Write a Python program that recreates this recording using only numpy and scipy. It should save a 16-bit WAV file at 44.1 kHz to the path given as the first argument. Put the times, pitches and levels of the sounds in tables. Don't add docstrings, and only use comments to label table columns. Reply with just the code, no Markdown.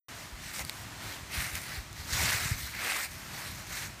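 import sys
import numpy as np
from scipy import signal
from scipy.fft import rfft, irfft, next_fast_len
from scipy.io import wavfile
from scipy.ndimage import uniform_filter1d, map_coordinates

SR = 44100
rng = np.random.default_rng(int(sys.argv[2]) if len(sys.argv) > 2 else 0)


def waveform_to_disk(signal):
    frames = np.transpose(np.atleast_2d(signal))
    scaled = np.clip(frames, -1, 1) * 32767
    samples = np.round(scaled).astype(np.int16)
    wavfile.write(sys.argv[1], SR, samples)


N = 176400

TOP_HZ = 15350


def leaf_sweeps():
    # (full strength at [s], rise [s], hold [s], fall [s], level [dB],
    # crispness [dB], body [dB], crunch [dB], sheen centre [Hz])
    sweeps = [(0.184, 0.032, 0.016, 0.061, -52, 2, -13, 0, 6000),
              (0.478, 0.063, 0.015, 0.027, -41, -4, -15, -3, 8050),
              (0.553, 0.017, 0.03, 0.018, -39, 2, 0, -2.5, 8200),
              (.598, 0.0073, 0.0082, 0.017, -41, 2.5, 9, 1, 7200),
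              (0.654, 0.033, 0.16, 0.042, -51.5, 3.5, -16, -3, 8500),
              (1.066, 0.04, 0.035, 0.063, -44, 0.5, 3.5, -1, 3470),
              (1.363, 0.034, 0.06, .055, -36, 0, -1, 3, 9300),
              (1.554, .004, 0.015, 0.015, -38, 0.5, -2, 1.5, 12000),
              (1.57, 0.07, 0.022, 0.068, -44, 4, 2.5, 1, 9000),
              (1.709, 0.033, 0.023, 0.059, -42, 0, 4, 1.5, 4370),
              (1.998, 0.032, 0.019, 0.033, -45, -1, 2, -1.5, 4370),
              (2.154, 0.05, 0.031, .04, -31, -2.5, -0.5, -4, 7200),
              (2.247, 0.053, 0.04, 0.077, -29, -1, 0.5, 0.5, 7700),
              (2.414, 0.078, 0.062, 0.06, -34, -1.5, -2.5, 0, 7800),
              (2.613, 0.046, .01, 0.084, -40.5, 3, -3.5, -1, 4300),
              (2.768, 0.035, 0.028, 0.023, -43, -1.5, 0, 2.5, 2300),
              (2.88, 0.056, 0.077, 0.044, -33.5, -0.5, 3, 2.5, 8500),
              (3.015, 0.017, 0.015, 0.027, -37, 4, 0, 4, 8750),
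              (3.12, 0.071, 0.032, 0.1, -51, 6.5, 3.5, 3, 6000),
              (3.396, 0.078, 0.065, 0.077, -40.5, -2, 0.5, -2, 12100),
              (3.572, 0.022, .02, 0.043, -47, 1.5, 3, -2, 6500),
              (3.758, 0.058, 0.041, .065, -39, 0.5, 0, 0, 6700)]
    sheen_db, patchy_db, flutter_db = 3.5, 1.43, 0.9
    hz, t, spectrum = signal.stft(rustle(), SR, nperseg=256)
    body = 1 / (1 + (hz / 1140) ** 4)
    edges = 1 - 1 / (1 + (hz / 6640) ** 4)
    crunch = bell(hz, centre=2320, width=740)
    power = np.zeros(spectrum.shape)
    for start, rise, hold, fall, db, crisp_db, body_db, crunch_db, sheen_hz in sweeps:
        end = start + hold
        envelope = bell(np.minimum(t, start), start, rise) * bell(np.maximum(t, end), end, fall)
        sheen = bell(hz, sheen_hz, width=1200)
        colour_db = body_db * body + crisp_db * edges + crunch_db * crunch + sheen_db * sheen
        power += np.outer(amp(db + colour_db) ** 2, envelope)
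    patches = uniform_filter1d(rng.standard_normal(spectrum.shape), size=5, axis=0)
    patches = unit(uniform_filter1d(patches, size=12, axis=1))
    swept = signal.istft(spectrum * np.sqrt(power) * amp(patchy_db * patches), nperseg=256)[1][:N]
    return swept * amp(flutter_db * wobble(110))


def rustle():
    # (frequency [Hz], level [dB])
    leaf_tone = [(150, -34), (300, -14.5), (450, -13.5), (700, -8.5), (1100, -8.5), (1700, -1.5), (2100, 0),
                 (2700, -6.5), (3300, -10), (4100, -6), (5000, -8.5), (5700, -8.5), (7000, -11.5),
                 (9500, -12.5), (12500, -13.5), (15300, -15.5)]
    # (frequency [Hz], level [dB])
    tick_tone = [(300, -30), (1200, -12), (2200, 13), (3300, -7), (7000, -0.5), (13000, -6.5),
                 (15300, -7.5)]
    buckling = amp(-2.5) * coloured(crackles(per_second=5000, spread_db=2), leaf_tone)
    sliding = amp(-4) * noise(leaf_tone)
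    ticks = amp(-16) * coloured(crackles(per_second=140, spread_db=3), tick_tone)
    return buckling + sliding + ticks


def crackles(per_second, spread_db):
    centre_hz, octaves_each_way, decay_cycles = 4690, 2.266, 1.2
    samples = np.arange(96)
    count = int(per_second * N / SR)
    when, strength, pitch, phase = rng.random((count, 4)).T[:, :, None]
    hz = np.minimum(centre_hz * 2 ** (octaves_each_way * (2 * pitch - 1)), TOP_HZ)
    accent_db = spread_db * np.minimum(-np.log(1 - strength), 4)
    gain = amp(accent_db) * np.sqrt(hz)
    cycles = hz * samples / SR
    pings = gain * np.sin(2 * np.pi * (cycles + phase)) * np.exp(-cycles / decay_cycles)
    positions = (when * N).astype(int) + samples
    spectrum = rfft(np.bincount(positions.ravel(), pings.ravel(), N)[:N])
    smooth_power = np.abs(uniform_filter1d(np.abs(spectrum) ** 2, size=4000))
    return unit(irfft(spectrum / np.sqrt(smooth_power + 1e-9), N))


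def stem_snaps():
    # (time [s], level [dB], pitch [Hz], time to fall 60 dB [s], ring level [dB])
    snaps = [(0.5935, -15.5, 7100, 0.0035, -6), (.6088, -34, 1900, .006, -2), (.6225, -28, 4500, .005, -8),
             (0.6497, -17, 8000, 0.0043, -5), (.6958, -17.5, 3850, 0.0056, 1),
             (1.5542, -17, 9550, .005, -7), (1.582, -26, 7030, .003, -6), (1.929, -27, 6100, 0.0058, -4),
             (2.301, -20, 4000, .003, -6), (2.633, -25, 5100, 0.0063, -5), (2.92, -23.5, 2300, 0.0078, 5),
             (3.048, -24, 8500, 0.0035, -4), (3.1405, -28, 7000, .003, -8)]
    # (frequency [multiple of its pitch], level [dB])
    modes = [(.58, -2), (1.01, -3), (1.13, -4), (1.56, -20)]
    # (frequency [Hz], level [dB])
    crack_tone = [(200, -27), (900, -12), (1800, -1), (5000, -8), (10000, -1), (15000, -6)]
    attack_s = 0.00026
    t = np.arange(SR // 40) / SR
    rings, crack_envelope = np.zeros(N), np.zeros(N)
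    for start, db, hz, t60, ring_db in snaps:
        envelope = amp(db - 60 * t / t60) * (1 - np.exp(-t / attack_s))
        ring = sum(amp(ring_db + level) * np.cos(2 * np.pi * hz * ratio * t) for ratio, level in modes)
        add(rings, start, envelope * ring)
        add(crack_envelope, start, envelope)
    return rings + amp(-5) * crack_envelope * noise(crack_tone)


def thumps():
    # (time [s], level [dB], pitch [Hz], rise [s])
    pushes = [(.318, -37.5, 50, .014), (1.37, -27, 70, 0.0072), (1.515, -29.5, 62.5, 0.013),
              (1.769, -35, 68, 0.015), (1.791, -42, 95, 0.0081), (1.989, -35.5, 90.5, .008),
              (2.121, -27, 61.4, 0.0072), (2.142, -32, 120, 0.0072), (2.18, -33, 75, 0.017),
              (2.343, -31, 106, 0.007), (2.455, -26.5, 112, 0.0035), (2.511, -23, 108, 0.0068),
              (2.53, -33, 54.3, 0.0066), (2.624, -34.5, 68, 0.015)]
    # (frequency [Hz], level [dB])
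    scuff_tone = [(20, -25), (60, 14), (160, -11.5), (350, -18.5), (900, -30), (3000, -80)]
    t = np.arange(SR // 5) / SR
    lows, scuff_envelope = np.zeros(N), np.zeros(N)
    for start, db, hz, rise in pushes:
        envelope = amp(db) * (t / rise) ** 2 * np.exp(2 * (1 - t / rise))
        add(lows, start, envelope * np.sin(2 * np.pi * hz * t))
        add(scuff_envelope, start, envelope)
    return lows + amp(-10) * scuff_envelope * noise(scuff_tone)


def wind():
    # (time [s], level [dB])
    swells = [(.15, -54), (.45, -50), (.8, -49.5), (1.25, -49.5), (1.45, -48.5), (1.9, -52), (2.25, -44.5),
              (2.85, -57.5), (3.25, -51.5), (3.55, -50), (4.0, -52)]
    # (frequency [Hz], level [dB])
    rumble_tone = [(20, -50), (30, -29), (42, -2), (65, 0), (120, 0), (200, -7.5), (350, -21.5),
                   (1000, -48), (4000, -90)]
    swell_db = np.interp(np.arange(N) / SR, *np.transpose(swells))
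    gust_db = 3 * wobble(14)
    return amp(swell_db + gust_db) * noise(rumble_tone)


def yard_hush():
    # (frequency [Hz], level [dB])
    yard_tone = [(120, -17), (200, -5), (339, -4.5), (479, -12.5), (641, -5.5), (842, -6), (940, -5.5),
                 (2020, -5.5), (2250, -7), (2900, -9.5), (6960, -13), (15500, -23.5)]
    level_db, waver_db = -47.5, 1.8
    return amp(level_db + waver_db * wobble(5.53)) * noise(yard_tone)


def amp(db):
    return 10 ** (np.asarray(db) / 20)


def unit(x):
    return x / np.sqrt(np.mean(x ** 2) + 1e-20)


def bell(x, centre, width):
    return np.exp(-((x - centre) / width) ** 2)


def filtered(x, response):
    size = next_fast_len(N + SR // 2)
    return irfft(rfft(x, size) * response(np.fft.rfftfreq(size, 1 / SR)), size)[:N]


def coloured(x, tone):
    points_hz, db = np.transpose(tone)
    return unit(filtered(x, lambda hz: amp(np.interp(np.log(hz + 1), np.log(points_hz + 1), db))))


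def noise(tone):
    return coloured(rng.standard_normal(N), tone)


def wobble(rate):
    return map_coordinates(rng.standard_normal(N // 100), [np.arange(N) * rate / SR], mode="wrap")


def add(track, start, sound):
    part = track[max(0, round(start * SR)):][:len(sound)]
    part += sound[:len(part)]


def scene():
    return np.tile(leaf_sweeps() + stem_snaps() + thumps() + wind() + yard_hush(), (2, 1))


def record(dry):
    opens_s, low_cut_hz, dip_db = 0.084, 35, -3.5
    gate = np.arange(N) / SR >= opens_s
    low_cut = signal.butter(4, low_cut_hz, "high", fs=SR, output="sos")
    channels = signal.sosfilt(low_cut, dry * gate)
    treble_eq = lambda hz: amp(dip_db * bell(hz, centre=10470, width=510)) * (hz < TOP_HZ)
    return np.array([filtered(channel, treble_eq) for channel in channels])


dry = scene()
out = record(dry)
waveform_to_disk(out)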